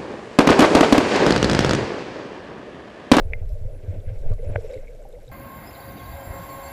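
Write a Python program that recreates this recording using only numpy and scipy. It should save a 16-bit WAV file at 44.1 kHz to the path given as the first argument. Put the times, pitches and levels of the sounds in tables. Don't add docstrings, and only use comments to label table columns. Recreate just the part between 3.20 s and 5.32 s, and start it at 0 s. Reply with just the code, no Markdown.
import sys
import numpy as np
from scipy import signal
from scipy.fft import rfft, irfft, next_fast_len
from scipy.io import wavfile
from scipy.ndimage import uniform_filter1d

SR = 44100
rng = np.random.default_rng(int(sys.argv[2]) if len(sys.argv) > 2 else 0)


def elevation(decibels):
    levels = np.asarray(decibels, float)
    return 10 ** (levels / 20)


def digitize_waveform(pressure):
    field = np.atleast_2d(pressure).T
    bounded = np.clip(field, -1, 1)
    quanta = np.round(bounded * 32767).astype(np.int16)
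    wavfile.write(sys.argv[1], SR, quanta)


N = 93315


def in_time(rows):
    s, *columns = np.transpose(rows)
    return [np.interp(np.arange(N) / SR, s, column) for column in columns]


def rms_one(x):
    return x / np.sqrt(np.mean(x ** 2) + 1e-20)


def cut(x, hz, kind, order=2):
    return signal.sosfilt(signal.butter(order, hz, kind, fs=SR, output="sos"), x)


def noise(low_hz, high_hz):
    return rms_one(cut(rng.standard_normal(N + SR), [low_hz, high_hz], "band")[SR:])


def resonate(x, hz, width_hz, db):
    r = np.exp(-np.pi * width_hz / SR)
    b = (1 - r * r) / 2 * np.array([1, 0, -1])
    a = [1, -2 * r * np.cos(2 * np.pi * hz / SR), r * r]
    return elevation(db) * signal.lfilter(b, a, signal.lfilter(b, a, x))


def add(out, s, db, hz, t60, rise_s=0., hold_s=0., glide=0.):
    t = np.arange(int(.3 * SR)) / SR
    rise = 1 - np.exp(-t / (rise_s + 1e-5))
    decay = elevation(-60 * np.maximum(t - rise_s - hold_s, 0) / t60)
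    tone = np.sin(2 * np.pi * hz * t * (1 + glide * t / t60))
    start = int(s * SR)
    out[start:start + len(t)] += elevation(db) * rise * decay * tone


def heaves():
    # start_s, peak_db, pitch_hz
    heave_rows = [
        (-.004, -20, 24.6),
        (0.102, -24, 59),
        (0.257, -19.5, 23.4),
        (0.317, -24, 45),
        (0.423, -24.5, 15.3),
        (0.963, -32.5, 24.5),
        (1.055, -10.5, 17.4),
        (1.264, -19, 21.6),
        (1.583, -31, 21.3),
    ]
    out = np.zeros(N + 2 * SR)
    for s, db, hz in heave_rows:
        add(out, s + 1, db, hz, t60=4.8 / hz, hold_s=.5 / hz)
    return out[SR:SR + N]


def swell():
    # time_s, level_db
    pressure = [(0.0, -28), (0.06, -28.5), (0.28, -24.5), (0.68, -38.5), (0.78, -26.5), (0.84, -42),
                (0.87, 0), (0.93, -55), (0.98, 0), (1.01, -27), (1.1, -9), (1.15, -25.5), (1.28, -27.5),
                (1.41, -31.5), (1.48, -31.5), (1.55, -47.5), (1.58, -37), (2.12, -41.5)]
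    top_db, even_s = -25, 0.018
    wobble_hz, wobble_width_hz, wobble_db = 98, 59, -17
    db = np.minimum(in_time(pressure)[0], top_db)
    slow = noise(10, 35)
    power = uniform_filter1d(slow ** 2, int(even_s * SR))
    slow = rms_one(slow / np.sqrt(power + 0.028))
    wobble = rms_one(resonate(noise(51, 180), wobble_hz, wobble_width_hz, 0))
    return cut(elevation(db) * slow, 50, "low") + elevation(db + wobble_db) * wobble


def ringing_water(peaks, more, wash):
    gurgles_per_s, spread_db, flicker_db = 380, 2.5, 2.5
    sizes = elevation(spread_db * np.minimum(rng.exponential(1, N), 4)) * rng.choice([-1, 1], N)
    gurgles = rms_one(sizes * (rng.random(N) < more * gurgles_per_s / SR))
    flicker = elevation(flicker_db * noise(9, 20))
    drive = (gurgles + wash * rng.standard_normal(N)) * flicker
    return rms_one(sum(resonate(np.roll(drive, k * N // 7), *peak) for k, peak in enumerate(peaks)))


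def flow():
    # time_s, level_db, brightness_db, fizz_db, slosh_db
    stream = [(0, -45, -22.5, -32, -8), (.2, -46, -17, -36.5, -18.5), (.3, -53, -16, -15.5, -21),
              (.5, -45.5, -22.5, -30, -22), (.58, -50.5, -15.5, -26.5, -3), (.75, -43.5, -15, -26.5, -9),
              (.82, -50, -20, -24.5, -5), (.89, -44, -13.5, -32.5, -20), (1.0, -48, -20.5, -18, -13),
              (1.11, -38, -20.5, -41, -20), (1.16, -52.5, -18.5, -21, -14), (1.3, -37, -19, -34, -9.5),
              (1.4, -41.5, -20, -22.5, -23), (1.53, -43, -12.5, -20, -12.5),
              (1.62, -50.5, -13, -20.5, -6.5), (1.8, -48, -20, -22.5, -13.5),
              (1.96, -50, -19.5, -21, -12.5), (2.12, -55, -11, -14, -1.5)]
    # pitch_hz, width_hz, level_db
    shell_low = [(354, 200, -30.5), (416, 90, -2.5), (501.2, 86, 3), (593.5, 124, -1), (820, 160, -20.5)]
    # pitch_hz, width_hz, level_db
    shell_high = [(1120, 250, -5), (1543, 320, 5), (2131, 630, 5), (2658, 290, -1.5), (2997, 1900, -7.5)]
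    # pitch_hz, width_hz, level_db
    cavity = [(3450, 2300, 5.5), (5501, 1000, 5.5), (7390, 1800, 5.5), (10070, 1300, -0.5),
              (11600, 690, 3.2)]
    # pitch_hz, width_hz, level_db
    hollow = [(197, 81, -4.5), (286, 220, -0.5)]
    db, bright_db, fizz_db, slosh_db = in_time(stream)
    body = ringing_water(shell_low, more=1, wash=1.4)
    bright = elevation(bright_db) * ringing_water(shell_high, more=1.5, wash=1.1)
    fizz = elevation(fizz_db) * ringing_water(cavity, more=.6, wash=.8)
    slosh = elevation(slosh_db) * ringing_water(hollow, more=.3, wash=1.2)
    return elevation(db) * (body + bright + fizz + slosh)


def hiss():
    # pitch_hz, level_db (per Hz)
    hiss_colour = [(150, 20.5), (700, 3), (1300, 2), (3000, -4.5), (6000, -6), (10000, -8), (13000, -8),
                   (16000, -16)]
    level_db = -69.5
    hz, db = np.transpose(hiss_colour)
    size = next_fast_len(N)
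    bins_hz = np.arange(size // 2 + 1) * SR / size
    colour = elevation(np.interp(np.log(bins_hz + 1), np.log(hz), db))
    out = irfft(rfft(rng.standard_normal(size)) * colour, size)[:N]
    out = out / np.std(cut(out, 2730, "high"))
    return elevation(level_db) * cut(out, 84, "high")


def whine():
    # start_s, length_s, tone_db, hash_db
    whines = [
        (0.018, 0.057, -91, -72.5),
        (0.318, 0.043, -93, -73),
        (0.525, 0.059, -89, -71.5),
        (0.821, 0.063, -89, -72.5),
        (1.12, 0.038, -91, -73),
        (1.186, 0.061, -93, -73.5),
        (1.273, 0.039, -63.5, -71),
    ]
    whine_hz, wander_hz = 10200, 110
    t = np.arange(N) / SR
    tone, hash_level = np.zeros(N), np.zeros(N)
    for s, length_s, tone_db, hash_db in whines:
        gate = np.clip(np.minimum(t - s, s + length_s - t) / .002, 0, 1)
        tone += elevation(tone_db) * gate
        hash_level += elevation(hash_db) * gate
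    phase = 2 * np.pi * np.cumsum(whine_hz + wander_hz * noise(5.7, 150)) / SR
    return tone * np.sin(phase) + hash_level * noise(9800, 10900)


def gulps():
    # start_s, peak_db, pitch_hz, length_s
    gulp_rows = [(.037, -48, 503, 0.0087), (.081, -40, 470, .006), (.122, -38.5, 460, .006),
                 (.223, -42.5, 627, 0.002), (.271, -48, 400, .004), (.296, -43.5, 589, 0.0064),
                 (.408, -50, 433, .006), (.634, -40.5, 413, 0.0037), (.754, -41.5, 622, 0.0094),
                 (1.282, -49, 395, 0.0062), (1.498, -28, 541, .004), (1.65, -44.5, 411, .005),
                 (1.827, -62, 557, 0.0033), (1.853, -45.5, 598, 0.0065), (1.888, -43, 536, 0.0063),
                 (2.075, -41.5, 494, .004), (0.169, -42.5, 579, 0.0033), (0.352, -39.5, 589, 0.0058),
                 (0.47, -42.5, 524, 0.031), (0.738, -44, 468, 0.012), (0.873, -40, 510, 0.025),
                 (1.055, -35, 641, 0.0029), (1.097, -36, 438, 0.004), (1.192, -31, 460, 0.0043),
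                 (1.227, -27.5, 507, 0.0015), (1.239, -40.5, 554, 0.029), (1.318, -41, 567, 0.0053),
                 (1.38, -25, 458, 0.0033), (1.442, -28, 447, 0.0048), (1.446, -38.5, 550, 0.013),
                 (1.488, -38, 531, 0.014), (1.528, -30, 496, 0.027), (1.557, -30.5, 415, 0.0019),
                 (1.588, -34.5, 523, 0.0049), (1.686, -41, 476, 0.012), (1.934, -36, 482.6, 0.009),
                 (1.967, -36.5, 563, 0.0023)]
    out = np.zeros(N + SR)
    for s, db, hz, length_s in gulp_rows:
        add(out, s, db, hz, t60=0.068, rise_s=0.0033, hold_s=length_s, glide=0.051)
    return out[:N]


def pole():
    # start_s, peak_db, pitch_hz, length_s
    jolts = [(0.05, -21.5, 78.5, 0.0075), (0.211, -23.5, 90.9, 0.014), (0.325, -26, 94, 0.0097),
             (0.412, -23.5, 87.4, 0.0023), (0.449, -23, 98.5, 0.0075), (.678, -20, 91.4, 0.021),
             (0.761, -28, 98.3, 0.025), (0.867, -23, 91, 0.013), (0.907, -24.5, 101, 0.02),
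             (0.524, -35, 100, 0.0036), (.555, -35.5, 92, 0.013), (0.63, -32.5, 95, .015),
             (0.154, -31, 89, 0.0067), (1.035, -37, 103, 0.043), (1.106, -15, 98, 0.0029),
             (1.261, -22.5, 82.3, 0.023), (1.293, -24, 102.5, 0.024), (1.3533, -17.5, 97.4, 0.0083),
             (1.56, -32.5, 94.4, 0.0055), (2.071, -39.5, 123, 0.062), (1.968, -48.5, 98, 0.036)]
    out = np.zeros(N + SR)
    for s, db, hz, length_s in jolts:
        add(out, s, db, hz, t60=0.11, rise_s=0.0038, hold_s=length_s)
    return out[:N]


def knocks():
    # start_s, peak_db
    snap = [
        (.1228, -38),
        (.1342, -9),
        (.1349, -50),
    ]
    # pitch_hz, level_db, t60_s
    snap_modes = [(2230, -3, 0.0068), (2094, -18, 0.048), (1500, -53, 0.021), (3080, -21, 0.0013),
                  (592, -19, 0.021)]
    # start_s, peak_db
    knock = [
        (1.3563, -29.5),
        (1.3576, -26.5),
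        (1.3588, -17),
    ]
    # pitch_hz, level_db, t60_s
    knock_modes = [(1520, 2.5, 0.0059), (2120, 1.5, 0.0066), (2520, -10, 0.0021), (742, -5, 0.0069),
                   (580, 5, 0.02), (3240, -22, 0.011), (1195, -11.5, 0.0048)]
    out = np.zeros(N + SR)
    for hits, modes in ((snap, snap_modes), (knock, knock_modes)):
        for s, db in hits:
            for hz, mode_db, t60 in modes:
                add(out, s, db + mode_db, hz, t60, rise_s=.0009)
    return cut(out, 3380, "low", order=4)[:N]


def ticks():
    # start_s, peak_db, pitch_hz
    tick_rows = [(.1345, -49.5, 5250), (.151, -50, 11800), (1.542, -42, 4360), (.2925, -44.5, 11600),
                 (0.2935, -48, 5250), (.3335, -46, 12100), (0.344, -51, 7000), (1.139, -49, 7640),
                 (1.137, -48, 4220), (1.248, -47, 5430), (1.264, -48, 7200), (1.422, -49, 9850),
                 (1.889, -44, 11300), (2.031, -49, 11200), (2.076, -48, 7450), (2.068, -56, 7200),
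                 (2.072, -60, 7500), (2.077, -55.5, 5000), (2.0895, -49, 5000), (2.069, -55, 3740),
                 (2.091, -49, 3800), (1.416, -53, 7600), (1.43, -55, 7300), (1.443, -51, 7550),
                 (1.454, -54, 8000), (1.461, -50, 5800), (1.435, -64, 5700), (1.475, -59, 7600),
                 (1.48, -67.5, 3800), (1.456, -51, 3750), (1.485, -51, 5200), (1.51, -52, 7800),
                 (1.525, -55, 4550), (1.529, -50, 7000), (1.5355, -52, 4350), (1.542, -45.5, 7100),
                 (1.549, -54, 7000), (1.573, -52, 7500), (1.59, -55, 7800), (1.6, -54, 7500),
                 (2.09, -47, 11700)]
    out = np.zeros(N + SR)
    for s, db, hz in tick_rows:
        add(out, s, db, hz, t60=0.0032, rise_s=.0003)
    return out[:N]


def pops():
    # start_s, peak_db, pitch_hz
    pop_rows = [(0.547, -54, 2600), (0.733, -36, 169), (.225, -46.5, 760), (.802, -53, 3500),
                (1.029, -63, 3710), (1.128, -45, 1150), (1.117, -47.5, 1380), (1.181, -39, 617),
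                (1.189, -49.5, 2030), (1.5128, -47, 3740), (1.5342, -48, 3760), (1.541, -43.5, 3840),
                (1.538, -40.5, 2210), (1.534, -48, 7760), (1.56, -40, 296), (1.575, -42.5, 2050),
                (1.672, -43.5, 2250), (1.68, -39.5, 2230), (1.821, -51, 1500), (1.852, -37, 785),
                (1.927, -50, 3600), (1.952, -51, 2080), (1.986, -46, 788), (2.08, -43, 3820),
                (2.099, -42, 790)]
    out = np.zeros(N + SR)
    for s, db, hz in pop_rows:
        add(out, s, db, hz, t60=46 / hz ** 0.8 / 5, rise_s=.001, glide=0.021)
    return out[:N]


def clicks():
    # start_s, peak_db
    click_rows = [
        (1.1003, -35),
        (1.1028, -40),
        (1.1175, -41),
        (1.1192, -36),
        (1.136, -41),
    ]
    out = np.zeros(N)
    for s, db in click_rows:
        start = int(s * SR)
        out[start:start + 40] += elevation(db) * .8 ** np.arange(40)
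    return out


def scene():
    water = heaves() + swell() + flow() + gulps() + pops()
    contacts = pole() + knocks() + ticks()
    microphone = hiss() + whine() + clicks()
    return (water + contacts + microphone)[None]


def low_pass(x):
    return signal.sosfilt(signal.butter(12, 15290, fs=SR, output="sos"), x)


def record(dry):
    return low_pass(dry)


dry = scene()
out = record(dry)
digitize_waveform(out)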